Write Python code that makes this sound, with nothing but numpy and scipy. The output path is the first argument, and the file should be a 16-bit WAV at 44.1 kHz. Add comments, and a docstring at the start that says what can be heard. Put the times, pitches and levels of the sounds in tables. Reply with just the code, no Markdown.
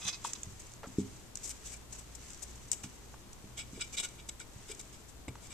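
"""Kitten wrestling a feather toy

On carpet under a wooden chair, fur and feathers rustle as fine hairs slip on the pile. Claws scrape
the wood and tick as they let go; paws knock the rungs and landings ring the floor's low modes.
The quiet room hums faintly. Two small, close microphone ports each add a treble resonance."""
import sys
import numpy as np
from scipy import signal
from scipy.fft import rfft, irfft
from scipy.io import wavfile

SR = 44100
rng = np.random.default_rng(int(sys.argv[2]) if len(sys.argv) > 2 else 0)


def dump_mix(stems):
    """Bounce the given channels to the path in sys.argv[1] as a 16-bit WAV at rate SR."""
    frames = np.atleast_2d(stems).T  # one column per channel
    limited = np.clip(frames, -1, 1)  # hard clip at full scale
    pcm = np.round(limited * 32767).astype(np.int16)
    wavfile.write(sys.argv[1], SR, pcm)


N = 243873

# fur and feathers brushing the pile: t/s, level/dB
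RUSTLE_LEVELS = [(0.0, -54.5), (0.12, -56.5), (0.19, -64.5), (0.26, -49.5), (0.37, -62.5), (0.57, -67),
                 (0.61, -61), (0.75, -68), (0.8, -74), (0.9, -64.5), (1.17, -65), (1.34, -76.5),
                 (1.41, -60), (1.52, -56.5), (1.59, -65.5), (1.68, -54), (1.88, -76), (1.94, -55.5),
                 (2.03, -67), (2.19, -66.5), (2.23, -57), (2.36, -62), (2.72, -65.5), (2.82, -66),
                 (3.26, -72.5), (4.1, -65.5), (4.35, -76.5), (4.66, -63), (4.77, -66.5), (4.85, -66),
                 (4.97, -70), (5.3, -78), (5.53, -62)]
# spectrum of fine slips: f/Hz, gain/dB
SLIP_SPECTRUM = [(700, 2), (1500, -12), (3000, -6), (4500, -2), (6000, 3), (8000, 2), (10000, -1.5),
                 (15000, 2)]
# claw scrapes: t/s, treble/dB, wood/dB, left-right/dB, press/s, t60/s
CLAW_SCRAPES = [(0.01, -71, -61.5, -2, 0.054, 0.07), (0.051, -56, -61, -11, .008, 0.058),
                (0.0646, -51.5, -52.5, 2, 0.02, .041), (0.0784, -42.5, -46.5, -4, 0.016, 0.078),
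                (0.128, -70, -54.5, -5, .022, 0.068), (0.243, -47, -57, 4, 0.017, 0.13),
                (0.285, -60, -65, 4, 0.026, .05), (0.351, -58, -59.5, -8, 0.014, 0.034),
                (0.98, -54.5, -66, 0, 0.042, 0.085), (1.4337, -46, -74, 3, 0.033, 0.052),
                (1.455, -57, -80, 14, 0.014, .05), (1.474, -53, -67, 16, 0.014, .05),
                (1.4994, -44.5, -57.5, 4, 0.016, 0.021), (1.654, -53.5, -63, 6, 0.034, .083),
                (1.695, -60, -75, 12, 0.018, .04), (1.7157, -51, -61.5, 7.5, 0.036, 0.045),
                (1.9253, -48, -79, 5.5, 0.014, 0.023), (1.982, -55, -68, 7, 0.023, .03),
                (2.15, -50, -78, 9.5, 0.0087, 0.029), (2.298, -61, -71, 0, .015, .039),
                (2.422, -47.5, -84, 10.5, .021, 0.026), (2.7262, -38.5, -52.5, 2, 0.0077, 0.049),
                (2.834, -46.5, -55, 0, 0.0069, 0.099), (3.573, -46.5, -51.5, -4, 0.03, 0.06),
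                (3.5955, -76, -50.5, -7, .02, 0.077), (3.74, -66, -65, 10, 0.05, 0.11),
                (3.7935, -65, -56, 2, .014, 0.046), (3.808, -53, -43, 9, 0.02, 0.05),
                (3.838, -54.5, -64.5, 0, 0.016, 0.041), (3.927, -48.5, -56.5, -1, 0.034, .042),
                (3.9707, -42.5, -46, 0, 0.029, 0.024), (3.996, -41.5, -45.5, 8.5, 0.016, 0.031),
                (4.029, -43, -44.5, 0, 0.031, 0.062), (4.181, -69, -63.5, 5, .03, .057),
                (4.2887, -42, -50, -1, 0.0096, 0.014), (4.397, -60.5, -54, 13, 0.023, .06),
                (4.683, -55, -56.5, 6, 0.036, 0.074), (4.713, -52.5, -57, 11, 0.012, 0.022),
                (4.793, -47, -61, 3, 0.011, 0.063), (4.925, -60, -65.5, -3, 0.027, 0.089),
                (5.085, -60, -74, 7, 0.024, .04), (5.28, -59.5, -58.5, 10, 0.011, .025),
                (5.423, -68, -66.5, 22, 0.048, 0.074), (5.502, -61.5, -57.5, 8, 0.05, .06)]
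# chair leg resonances: f/Hz, width/Hz, gain/dB
LEG_MODES = [(994, 370, -10), (2090, 73, -8), (2550, 62, -1.5), (3440, 180, -4), (3960, 200, -6.5),
             (5010, 170, -7), (6100, 240, -11)]
# rung resonances: f/Hz, width/Hz, gain/dB
RUNG_MODES = [(1425, 47, -11.5), (2182, 48, -8), (2340, 35, -1), (2920, 110, -10), (3350, 100, -9.5),
              (3790, 134, -13), (5080, 93, -13), (7760, 300, -19)]
# claw ticks: t/s, level/dB, sheen re level/dB, left-right/dB
CLAW_TICKS = [(0.08, -40.5, -8.5, 2), (0.3338, -37.5, -10, -4), (0.4325, -41.5, -7, -1),
              (0.4465, -67, -9, 0), (0.718, -58, -5, 0), (0.737, -57, -1, -5), (1.355, -42, -6.5, 3),
              (1.3724, -45, -5.5, -8), (1.4937, -44.5, 12, 4), (1.5134, -48.5, 1, 12),
              (2.304, -50.5, -12, 5), (2.3328, -50, -14, -1), (2.3453, -51.5, -4.5, -1),
              (2.3748, -60, -2.5, 1), (2.7162, -30, 5, 3.5), (2.7227, -48, -4, 16), (2.7315, -47, 0, 6),
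              (2.837, -57, 7, -2), (2.8983, -59, 2.5, -2), (3.3309, -51, -22, 3), (3.811, -45, -10.5, -9),
              (4.088, -51.5, -6.5, 0), (4.4, -53, -6.5, 7), (4.749, -52.5, -2.5, 2), (4.7945, -59, 13, 3),
              (4.812, -53, 0, 3), (5.356, -68, -8, 0)]
# paw knocks on a rung: t/s, level/dB, f/Hz, width/f, t60/s
PAW_KNOCKS = [(0.086, -41, 1050, 0.65, 0.037), (0.2486, -31.5, 990, 0.25, .015),
              (0.833, -40, 970, 0.6, 0.088), (0.837, -41.5, 520, 0.49, 0.16), (.858, -45, 840, 0.29, .04),
              (2.84, -48.5, 880, 1.3, 0.051), (3.141, -45.5, 680, 0.78, 0.014),
              (3.775, -43, 388, 0.22, 0.12), (4.404, -45, 1445, 0.052, 0.03),
              (4.694, -43.5, 406, 0.15, 0.15), (5.282, -36.5, 390, 0.51, 0.047),
              (5.282, -45, 2230, 0.1, 0.028), (5.355, -45.5, 890, 0.96, 0.008)]
# body and paws landing: t/s, drive/dB, contact/ms
LANDINGS = [(.051, -35, 9.3), (.467, -28.5, 11.7), (0.87, -37, 6.5), (0.9833, -18.5, 4.75), (2.841, -34, 7),
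            (3.44, -40, 5.9), (3.73, -35.5, 6.1), (4.558, -35, 11.4), (5.278, -37, 5), (5.288, -30, 11.5)]
# floor resonances: f/Hz, gain/dB, t60/s
FLOOR_MODES = [(99, -14, 0.44), (132, -5, 0.13), (197.9, -4.5, 0.18), (259.2, -6, 0.26), (302, 4.5, 0.042),
               (390, 0.5, 0.07), (411, -14, 0.29)]
# air noise spectrum: f/Hz, gain/dB
AIR_SPECTRUM = [(20, 1), (64, 3.5), (128, -3), (170, -3.5), (400, -7.5), (550, -12.5), (1000, -14),
                (2000, -24.5), (4000, -27), (7000, -42), (9000, -38), (15000, -35)]
# air noise likeness: f/Hz, left-right correlation (clipped to +-1 in use)
AIR_LIKENESS = [(60, 0.55), (180, 0.49), (540, 0.4), (1640, 0.35), (4940, -1.3), (14900, -1.1)]
# air noise balance: f/Hz, left-right/dB
AIR_PAN = [(60, 1), (180, 4), (540, 6.5), (1640, 8.5), (4940, 9), (14900, 15.5)]
# house hum: f/Hz, width/Hz, level/dB
HUM_TONES = [(26.18, 2.3, -65.5), (58.2, 3.75, -60), (119.8, 9.3, -63.5)]
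# left and right port cavity: f/Hz, width/Hz
PORT_MODES = [(7716, 1290), (6580, 1350)]

SIDES = np.array([[1], [-1]])   # left, right
BINS_HZ = np.maximum(np.fft.rfftfreq(N, 1 / SR), 1)


def fur_rustle(pile_db=-65, pile_follow=0.5):
    """Fine hairs slip on the pile; a lower band follows part of the level swing."""
    times_s, levels_db = np.transpose(RUSTLE_LEVELS)
    level_db = np.interp(np.arange(N) / SR, times_s, levels_db)
    low_db = pile_db + pile_follow * (level_db - level_db.mean())
    hairs = stereo_grains(7000, spread_db=3.5, side_share=1.0) * uneven_contact(rate_hz=35, depth_db=4.0)
    low = rms_one(resonate(stereo_grains(4000, spread_db=1.5, side_share=0.62), 1770, 2180))
    return from_db(level_db) * rms_one(coloured(hairs, SLIP_SPECTRUM)) + from_db(low_db) * low


def claw_scrapes(leg_until_s=0.5, rise_share=0.54, ring_db=25.5, grind_db=-7.5,
                 sheen_db=-10.5, sheen_loss_db_per_db=0.13):
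    """Swells of slips, heard directly in the treble and through the wood: first a leg, then a rung."""
    direct = stereo_grains(5000, spread_db=0.0, side_share=0.7)
    slips = stereo_grains(3000, spread_db=2.5, side_share=0.57)
    modes = LEG_MODES + RUNG_MODES
    lightest_db = min(row[2] for row in CLAW_SCRAPES)
    treble_env, sheen_env, wood_env = np.zeros((2, N)), np.zeros(N), np.zeros(N)
    mode_env = np.zeros((len(modes), N))
    spots_db = rng.normal(0, 2.5, (len(CLAW_SCRAPES), len(modes)))   # each spot favours other modes
    for (t_s, treble_db, wood_db, pan_db, press_s, t60_s), spot_db in zip(CLAW_SCRAPES, spots_db):
        at, shape = swell(t_s, rise_share * press_s, (1 - rise_share) * press_s, t60_s)
        touched = slice(0, len(LEG_MODES)) if t_s < leg_until_s else slice(len(LEG_MODES), None)
        loss_db = sheen_loss_db_per_db * (wood_db - lightest_db)
        treble_env[:, at] += from_db(treble_db) * panned(pan_db) * shape
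        sheen_env[at] += from_db(treble_db + sheen_db - loss_db) * shape
        wood_env[at] += from_db(wood_db) * shape
        mode_env[touched, at] += from_db(wood_db + ring_db + spot_db[touched, None]) * shape
    ringing = sum((-1) ** k * from_db(db) * resonate(slips * mode_env[k], hz, width_hz)
                  for k, (hz, width_hz, db) in enumerate(modes))
    grind = from_db(grind_db) * wood_env * rms_one(resonate(direct, 1600, 4000))
    wood = ringing + resonate(slips * wood_env, 4900, 2200) + grind
    wood = butter(wood, 4, 8300)   # wood swallows the top
    return treble_env * rms_one(coloured(direct, SLIP_SPECTRUM)) + sheen_env * sheen(direct) + wood


def claw_ticks(click_db=8, body_db=-5.5):
    """A claw tip lets go: one sharp click, then a thin, bright snap with a little body."""
    snap = stereo_grains(20000, spread_db=4.0, side_share=0.64)
    snap_env, sheen_env, clicks = np.zeros((3, 2, N))
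    for t_s, level_db, sheen_db, pan_db in CLAW_TICKS:
        at, shape = swell(t_s, rise_s=0.0003, hold_s=0, t60_s=0.015)
        gains = from_db(level_db) * panned(pan_db)
        snap_env[:, at] += gains * shape
        sheen_env[:, at] += gains * from_db(sheen_db) * shape
        clicks[:, at.start] += gains[:, 0] * from_db(click_db)
    bright = rms_one(resonate(resonate(snap, 5970, 3800), 5200, 9000))
    body = from_db(body_db) * rms_one(resonate(snap, 3000, 1800))
    return snap_env * (bright + body) + sheen_env * sheen(snap) + resonate(clicks, 3700, 5600)


def paw_knocks():
    """A soft paw on wood: a short noise burst around the knock's pitch."""
    out, white = np.zeros(N), rng.standard_normal(N)
    for t_s, level_db, hz, width_share, t60_s in PAW_KNOCKS:
        at, shape = swell(t_s, rise_s=0.0015, hold_s=0.0019, t60_s=t60_s)
        burst = np.zeros(N)
        burst[at] = white[at] * shape
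        burst[at.start + 20] += 12.0   # click of first contact
        width_hz = width_share * hz
        band = resonate(resonate(burst, hz, width_hz), hz, 2 * width_hz)
        out += from_db(level_db) * band * np.sqrt(9000 / width_hz)
    return out


def floor_thuds():
    """A landing presses the floor and lets it spring back; longer contact favours lower modes."""
    drives = np.zeros((len(FLOOR_MODES), N))
    strengths = from_db(rng.normal(0, 1.5, (len(LANDINGS), len(FLOOR_MODES))))
    for (t_s, drive_db, contact_ms), strength in zip(LANDINGS, strengths):
        phase = np.linspace(0, 2 * np.pi, round(contact_ms * SR / 1000))
        push = np.sin(phase) * (1 - np.cos(phase)) / len(phase)
        start = round(t_s * SR)
        drives[:, start:start + len(push)] += from_db(drive_db) * strength[:, None] * push
    return sum(ring(from_db(db) * drive, hz, t60_s) for drive, (hz, db, t60_s) in zip(drives, FLOOR_MODES))


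def reflections(x, t60_s=0.43, level_db=-15, gap_s=0.004):
    """Room reflections: decaying noise after a short gap, different on each side."""
    t = np.arange(SR // 2) / SR
    tail = rng.standard_normal((2, len(t))) * from_db(-60 * t / t60_s) * (t > gap_s)
    tail /= np.sqrt(np.sum(tail ** 2, axis=1, keepdims=True))
    return from_db(level_db) * signal.fftconvolve(x, tail, axes=1)[:, :N]


def room_tone(air_db=-54, hum_pan_db=-2.6):
    """Steady air noise, partly alike on both sides in the bass, plus wavering low tones."""
    mid, side = rfft(rng.standard_normal((2, N)))
    likeness = np.clip(at_hz(AIR_LIKENESS, BINS_HZ), -1, 1)
    air = np.sqrt(1 + likeness) * mid + SIDES * np.sqrt(1 - likeness) * side
    air *= from_db(at_hz(AIR_SPECTRUM, BINS_HZ)) * panned(at_hz(AIR_PAN, BINS_HZ))
    hum = np.zeros(N)
    for hz, width_hz, db in HUM_TONES:
        band = resonate(rng.standard_normal(N), hz, width_hz)
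        hum += from_db(db) * rms_one(resonate(band, hz, width_hz))
    return from_db(air_db) * rms_one(irfft(air, N)) + hum * panned(hum_pan_db)


def grains(per_s, spread_db):
    """Random slips of uneven size; rms 1."""
    sizes = from_db(spread_db * np.minimum(rng.exponential(1, N), 5))
    signs = rng.choice([-1, 1], N)
    return rms_one(sizes * signs * (rng.random(N) < per_s / SR))


def stereo_grains(per_s, spread_db, side_share):
    """Slips heard differently at the two ports."""
    return grains(per_s, spread_db) + side_share * grains(per_s, spread_db) * SIDES


def uneven_contact(rate_hz, depth_db):
    """Random gain wandering at up to about rate_hz."""
    return from_db(depth_db * rms_one(butter(rng.standard_normal(N), 2, rate_hz)))


def sheen(x):
    """Finest, highest part of the slips; rms 1."""
    return rms_one(butter(x, 4, 9800, "high"))


def swell(t_s, rise_s, hold_s, t60_s):
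    """Sample span and envelope: rounded rise around t_s, hold, exponential fall."""
    start = max(round((t_s - rise_s / 2) * SR), 0)
    t = np.arange(min(round((rise_s + hold_s + t60_s) * SR), N - start)) / SR
    rise = np.sin(np.pi / 2 * np.clip(t / rise_s, 0, 1)) ** 2
    fall = from_db(-60 * np.maximum(t - rise_s - hold_s, 0) / t60_s)
    return slice(start, start + len(t)), rise * fall


def pole_pair(hz, radius):
    """Denominator of a two-pole resonator."""
    return [1, -2 * radius * np.cos(2 * np.pi * hz / SR), radius * radius]


def resonate(x, hz, width_hz):
    """Band-pass resonance, peak gain 1."""
    radius = np.exp(-np.pi * width_hz / SR)
    gain = (1 - radius * radius) / 2
    return signal.lfilter([gain, 0, -gain], pole_pair(hz, radius), x + 1e-18)


def ring(drive, hz, t60_s):
    """Mode that answers a unit click with a decaying sine of height 1."""
    radius = from_db(-60 / (t60_s * SR))
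    return signal.lfilter([0, np.sin(2 * np.pi * hz / SR)], pole_pair(hz, radius), drive + 1e-18)


def butter(x, order, hz, kind="low"):
    """Maximally flat low- or high-pass."""
    return signal.sosfilt(signal.butter(order, hz, kind, fs=SR, output="sos"), x)


def coloured(x, spectrum):
    """Signal shaped by a smooth spectrum."""
    return irfft(rfft(x) * from_db(at_hz(spectrum, BINS_HZ)), N)


def at_hz(points, hz):
    """Table read on a log-frequency axis."""
    points_hz, values = np.transpose(points)
    return np.interp(np.log(hz), np.log(points_hz), values)


def panned(db):
    """Left and right gains, db apart."""
    return from_db(SIDES * db / 2)


def from_db(db):
    """Amplitude gain of a level."""
    return 10 ** (np.asarray(db) / 20)


def rms_one(x):
    """Signal scaled to rms 1."""
    return x / np.sqrt(np.mean(x ** 2) + 1e-20)


def scene():
    """Close kitten, its reflections, room tone."""
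    kitten = fur_rustle() + claw_scrapes() + claw_ticks() + paw_knocks() + floor_thuds()
    return kitten + reflections(kitten) + room_tone()


def record(dry):
    """Each port cavity is flat below resonance and falls above; circuit hiss joins, the top is cut."""
    hiss_db, cutoff_hz = -62.5, 14150
    ports = []
    for x, (hz, width_hz) in zip(dry, PORT_MODES):
        poles = pole_pair(hz, np.exp(-np.pi * width_hz / SR))
        ports.append(signal.lfilter([sum(poles) / 2] * 2, poles, x))
    wired = np.array(ports) + from_db(hiss_db) * rng.standard_normal((2, N))
    return signal.sosfilt(signal.ellip(10, 0.5, 70, cutoff_hz, fs=SR, output="sos"), wired)


dry = scene()
out = record(dry)
dump_mix(out)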